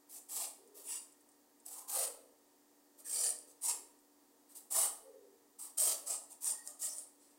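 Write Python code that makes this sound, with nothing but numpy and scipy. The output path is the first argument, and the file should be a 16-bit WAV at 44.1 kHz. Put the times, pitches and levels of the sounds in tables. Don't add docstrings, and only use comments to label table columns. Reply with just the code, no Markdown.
import sys
import numpy as np
from scipy import signal
from scipy.fft import rfft, irfft, next_fast_len
from scipy.io import wavfile
from scipy.ndimage import uniform_filter1d, map_coordinates

SR = 44100
rng = np.random.default_rng(int(sys.argv[2]) if len(sys.argv) > 2 else 0)


def pcm_store(signal):
    levels = np.round(np.clip(np.atleast_2d(signal), -1, 1) * 32767)
    wavfile.write(sys.argv[1], SR, levels.astype(np.int16).T)


N = 325458

# frequency in Hz, rms level in dB before HUM_TRIM_DB.
HUM_PARTIALS = [(290.7, -77.5), (366.1, -85.5), (468.3, -87.5), (769.8, -99.5), (920.5, -89)]
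# frequency in Hz, relative density in dB per Hz.
AIR_COLOUR = [(25, -22), (120, -20.5), (160, -21.5), (200, -15), (245, 0), (330, -4.5), (650, -7),
              (900, -8), (1100, -12), (1800, -17), (2600, -22), (4500, -18.5), (8600, -14), (11500, -19.5),
              (15000, -16)]
HUM_TRIM_DB, AIR_RMS_DB = 2.0, -69.5

# start in seconds, length in seconds,
# swell from entry to crest in dB (scaled per layer), then levels before layer trim of crunch in dB,
# tough fibres in dB, hollow body in dB, fine fizz in dB; body resonance at entry in Hz, at the end in Hz.
STROKES = [ (0.097, 0.091, 8, -50.5, -67.5, -68.5, -56.5, 720, 780),
           (0.296, 0.160, 13, -37, -51, -54.5, -48.5, 860, 740.5),
           (0.753, 0.076, 1, -58.5, -70, -65, -58.5, 560, 560),
           (0.847, 0.13, 14.5, -40.5, -55, -64, -55, 880, 990),
           (1.661, 0.16, 3, -49, -67.5, -61, -56.5, 720, 960),
           (1.887, 0.165, 11, -35, -46.5, -46.5, -44.5, 960, 523.5),
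           (2.983, 0.028, 11, -59, -72, -69, -61.5, 650, 650),
           (3.055, 0.24, 18, -32.5, -48, -56, -50, 400, 682),
           (3.470, 0.046, 13, -58.5, -76, -71, -68, 520, 520.5),
           (3.62, 0.098, 16.5, -29.5, -45.5, -50, -47, 920, 924),
           (4.497, 0.034, 0, -61.5, -76, -75, -66, 800, 800),
           (4.557, 0.033, -2, -51, -67.5, -69, -55.5, 900, 860),
           (4.713, 0.14, 10, -29, -44.5, -43.5, -40, 740, 771),
           (5.594, 0.080, 3, -46, -65.5, -62.5, -55.5, 870, 900),
           (5.782, 0.15, 2, -32, -46.5, -49, -41.5, 680, 620.7),
           (6.068, 0.077, 7.5, -34, -52.5, -52, -51.5, 650, 680),
           (6.303, 0.0262, 10, -54.5, -68, -69, -60, 780, 830),
           (6.415, 0.089, 22, -31.5, -48.5, -54, -47.5, 1000, 1028),
           (6.650, 0.064, 9, -50.5, -73, -64, -62, 685, 685),
           (6.800, 0.018, -2, -51, -72, -71, -57, 685, 686.4),
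           (6.82, 0.061, 6.5, -35.5, -52.5, -60.5, -48.5, 685, 681.5),
           (6.924, 0.099, 4, -47.5, -70.5, -69.5, -64, 680, 680),
           (7.205, 0.12, -3, -67.5, -74, -81, -86, 650, 540), ]
# frequency in Hz, relative density in dB per Hz.
CRUNCH_COLOUR = [(700, -44), (1500, -23), (2400, -33.5), (3800, -26), (5200, -12.5), (6500, -9.5),
                 (7800, 1), (8900, 3), (9900, -2.5), (11000, -9), (12500, -21.5), (16000, -33.5)]
FIBRE_COLOUR = [(900, -31), (1700, -6), (2600, 0.5), (3600, 1), (5200, 4), (7000, 1), (10000, -20)]
BODY_COLOUR = [(30, -15), (150, -58), (240, -19.5), (360, -7.5), (480, 0), (720, -0.5), (1250, 0),
               (1600, -14), (2500, -19.5), (4000, -12.5), (7000, -44)]
FIZZ_COLOUR = [(1200, -33.5), (2200, -14), (4000, -7), (7000, 0.5), (11000, 4), (12500, 4), (15700, 1)]
# crest as a share of the length, share of the stroke's swell,
# swell of its own in dB, drop from crest to end in dB, fade after the end in dB/s.
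CRUNCH_SHAPE = (0.7, 0.9, 1.2, 3.5, 270)
FIBRE_SHAPE = (0.92, 0.98, 6.7, 3.6, 320)
BODY_SHAPE = (0.79, 0.67, 5.8, 1.9, 185)
FIZZ_SHAPE = (0.51, 0.46, 0.87, 3.9, 480)
CRUNCH_TRIM_DB, FIBRE_TRIM_DB, BODY_TRIM_DB, FIZZ_TRIM_DB = -3.0, -2.5, -2.0, 2.3
BITE_S = 0.011

# frequency in Hz, time to fall 60 dB in seconds.
KITCHEN_DECAY = [(200, 0.93), (800, 0.58), (3000, 0.48), (8500, 0.37), (15000, 0.46)]
# time in seconds, dry peak in dB.
RIB_SNAPS = [(0.3077, -35), (0.4205, -30), (1.6633, -32), (3.3884, -37), (3.6972, -22), (4.8122, -23),
             (5.5939, -39), (5.7845, -19.5), (5.8117, -18), (6.0716, -32), (6.3294, -39.5), (6.4448, -22),
             (6.4964, -28), (6.6747, -27.5), (6.826, -27), (6.859, -27), (6.9837, -30)]
# time in seconds, dry peak in dB.
SHREDS = [(0.6749, -54), (1.1228, -56), (1.2064, -60), (1.2885, -58), (1.3174, -57), (1.6003, -54.5),
          (3.9894, -56), (6.2364, -48), (6.7464, -54)]
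# start (end of rise) in seconds, length in seconds, level at start in dB,
# first pitch in Hz, glide in Hz/s.
HOLLOW_TONES = [ (0.64, 0.2, -64.5, 432, 58), (2.06, 0.20, -61.5, 509.7, -250),
                (3.21, 0.07, -61, 440.3, 95), (3.395, 0.11, -68.5, 474, 13), (3.732, 0.096, -65, 429, -350),
                (5.09, 0.28, -57.5, 489.7, -240), (5.92, 0.10, -62, 560, -200), ]
HOLLOW_RISE_S, HOLLOW_FADE_DB_PER_S, HOLLOW_STOP_S = 0.089, 47, 0.057
# start (end of rise) in seconds, length in seconds,
# pitch in Hz, nominal width in Hz, level in dB.
SQUEAKS = [(0.878, 0.067, 2850, 1506, -63.5), (1.76, 0.2, 1027, 170.3, -71.5),
           (3.055, 0.018, 1820, 300, -70), (3.15, 0.12, 4810, 600, -55), (4.75, 0.018, 1763, 199, -59),
           (6.486, 0.19, 1880, 171.6, -76.5), (6.52, 0.13, 4640, 454, -77),
           (6.89, 0.035, 5730, 1300, -53.5)]
# centre in Hz, half-width to 1/e of the dB gain
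# in Hz, gain at centre in dB.
PORT_RESONANCES = [(1472, 104, -4.5), (1857, 68, 5.5), (4180, 80, -2), (4625, 230, 2.5), (13900, 500, 2.5)]
TOP_HZ = 15830


def amp(db):
    return 10 ** (np.asarray(db) / 20)


def unit(x):
    return x / np.sqrt(np.mean(x ** 2) + 1e-20)


def along(points, hz):
    point_hz, value = np.transpose(points)
    return np.interp(np.log(hz + 1), np.log(point_hz + 1), value)


def wobble(rate_hz):
    knots = rng.standard_normal(int(N * rate_hz / SR) + 4)
    return unit(map_coordinates(knots, [np.arange(N) * rate_hz / SR]))


def click(colour, size=2048):
    cepstrum = irfft(np.log(amp(along(colour, np.fft.rfftfreq(size, 1 / SR)))))
    cepstrum[1:size // 2] *= 2
    cepstrum[size // 2 + 1:] = 0
    pulse = irfft(np.exp(rfft(cepstrum)))
    return pulse / np.linalg.norm(pulse)


def coloured(x, colour):
    return signal.fftconvolve(x, click(colour))[:N]


def narrow_band(hz, width_hz):
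    flutter = wobble(width_hz) + 1j * wobble(width_hz)
    carrier = np.exp(2j * np.pi * np.cumsum(hz) / SR)
    return unit(np.real(flutter * carrier))


def gate(start_s, length_s, attack_s, release_s):
    t = np.arange(N) / SR - start_s
    return np.clip(1 + np.minimum(t / attack_s, (length_s - t) / release_s), 0, 1)


def background():
    t = np.arange(N) / SR
    hum = np.zeros(N)
    for hz, db in HUM_PARTIALS:
        level = amp(db + 0.48 * wobble(rate_hz=5.8))
        hum += level * np.sin(2 * np.pi * hz * t + 0.29 * wobble(rate_hz=6))
    air = coloured(rng.standard_normal(N), AIR_COLOUR)
    return np.sqrt(2) * amp(HUM_TRIM_DB) * hum + amp(AIR_RMS_DB) * air


def bursts(rate_hz, spread_db):
    happens = rng.random(N) < rate_hz / SR
    sign = rng.choice([-1, 1], N)
    return happens * sign * amp(spread_db * np.clip(rng.standard_normal(N), -2, 2))


def shifting(x, depth_db, size=512):
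    z = signal.stft(x, nperseg=size)[2]
    field = uniform_filter1d(rng.standard_normal(z.shape), size=4, axis=0)
    field = uniform_filter1d(field, size=18, axis=1)
    return unit(signal.istft(z * amp(depth_db * unit(field)), nperseg=size)[1][:N])


def pressure(shape, column):
    crest, follow, own_db, drop_db, fade_db_per_s = shape
    t, gain = np.arange(SR) / SR - BITE_S, np.zeros(N + SR)
    for row in STROKES:
        start_s, length_s, swell_db = row[:3]
        build_db = (own_db + follow * swell_db) * np.clip(1 - t / (crest * length_s), 0, 1) ** 2
        ease_db = drop_db * np.clip((t / length_s - crest) / (1 - crest), 0, 1) ** 2
        fade_db = fade_db_per_s * np.maximum(t - length_s, 0)
        bite = np.clip(1 + t / BITE_S, 0, 1)
        level = amp(row[column] - build_db - ease_db - fade_db)
        gain[round((start_s - BITE_S) * SR):][:SR] += bite * level
    return gain[:N]


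def slice_pitch():
    times_s, pitches_hz = [], []
    for start_s, length_s, *_, first_hz, last_hz in STROKES:
        times_s += [start_s, start_s + length_s]
        pitches_hz += [first_hz, last_hz]
    return np.interp(np.arange(N) / SR, times_s, pitches_hz)


def cutting():
    leaves = unit(amp(1.13 * wobble(rate_hz=130)))
    cells = shifting(coloured(bursts(rate_hz=6500, spread_db=4.5), CRUNCH_COLOUR), depth_db=3.5)
    fibres = shifting(coloured(bursts(rate_hz=900, spread_db=3.5), FIBRE_COLOUR), depth_db=4.0, size=1024)
    fizz = unit(coloured(bursts(rate_hz=6000, spread_db=3.5), FIZZ_COLOUR))
    thud = shifting(coloured(bursts(rate_hz=1400, spread_db=2), BODY_COLOUR), depth_db=2.5, size=1024)
    body = unit(thud + 0.97 * narrow_band(slice_pitch(), width_hz=240))
    return leaves * (amp(CRUNCH_TRIM_DB) * cells * pressure(CRUNCH_SHAPE, column=3)
                     + amp(FIBRE_TRIM_DB) * fibres * pressure(FIBRE_SHAPE, column=4)
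                     + amp(BODY_TRIM_DB) * body * pressure(BODY_SHAPE, column=5)
                     + amp(FIZZ_TRIM_DB) * fizz * pressure(FIZZ_SHAPE, column=6))


def answer(count=5):
    hz, t, z = signal.stft(rng.standard_normal(SR), SR, nperseg=256)
    decay = amp(-60 * t / along(KITCHEN_DECAY, hz)[:, None])
    tail = signal.istft(z * decay, SR, nperseg=256)[1]
    echo = amp(-7) * np.pad(tail / np.linalg.norm(tail), (round(.004 * SR), 0))
    reflections = (rng.uniform(.001, .007, count) * SR).astype(int)
    echo[reflections] += amp(-16.5) * rng.choice([-1, 1], count)
    return echo


def kitchen(x, count=16):
    place = np.linspace(0, count - 1, N)
    echo = np.zeros(N)
    for k in range(count):
        share = np.sqrt(np.clip(1 - abs(place - k), 0, 1))
        echo += signal.oaconvolve(x * share, answer())[:N]
    return echo


def crack(decay_s):
    t = np.arange(SR // 10) / SR
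    fracture = 0.4 * rng.standard_normal(len(t)) * amp(-60 * t / decay_s)
    fracture[0] = 1
    sound = np.convolve(fracture, click(CRUNCH_COLOUR) + 0.065 * click(FIZZ_COLOUR))
    return sound / np.abs(sound).max()


def snaps():
    out = np.zeros(N + SR)
    for table, decay_s in ((RIB_SNAPS, .005), (SHREDS, .05)):
        for time_s, db in table:
            sound = amp(db) * crack(decay_s)
            out[round(time_s * SR):][:len(sound)] += sound
    return out[:N]


def hollow_tone():
    t, tone = np.arange(N) / SR, np.zeros(N)
    for start_s, length_s, db, hz, glide_hz_per_s in HOLLOW_TONES:
        age_s = np.clip(t - start_s, 0, length_s + HOLLOW_STOP_S)
        level = amp(db - HOLLOW_FADE_DB_PER_S * age_s)
        level = level * gate(start_s, length_s, HOLLOW_RISE_S, HOLLOW_STOP_S)
        tone += level * narrow_band(hz + glide_hz_per_s * age_s, width_hz=130)
    return tone


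def squeaks():
    out = np.zeros(N)
    for start_s, length_s, hz, width_hz, db in SQUEAKS:
        note = narrow_band(np.full(N, hz), width_hz)
        out += amp(db) * note * gate(start_s, length_s, attack_s=0.005, release_s=0.033)
    return out


def scene():
    near = cutting() + snaps() + squeaks() + hollow_tone()
    return (near + kitchen(near) + background())[None]


def record(dry):
    size = next_fast_len(N + SR // 2)
    hz = np.fft.rfftfreq(size, 1 / SR)
    port_db = sum(db * np.exp(-((hz - centre_hz) / width_hz) ** 2)
                  for centre_hz, width_hz, db in PORT_RESONANCES)
    return irfft(rfft(dry, size) * amp(port_db) * (hz < TOP_HZ), size)[:, :N]


dry = scene()
out = record(dry)
pcm_store(out)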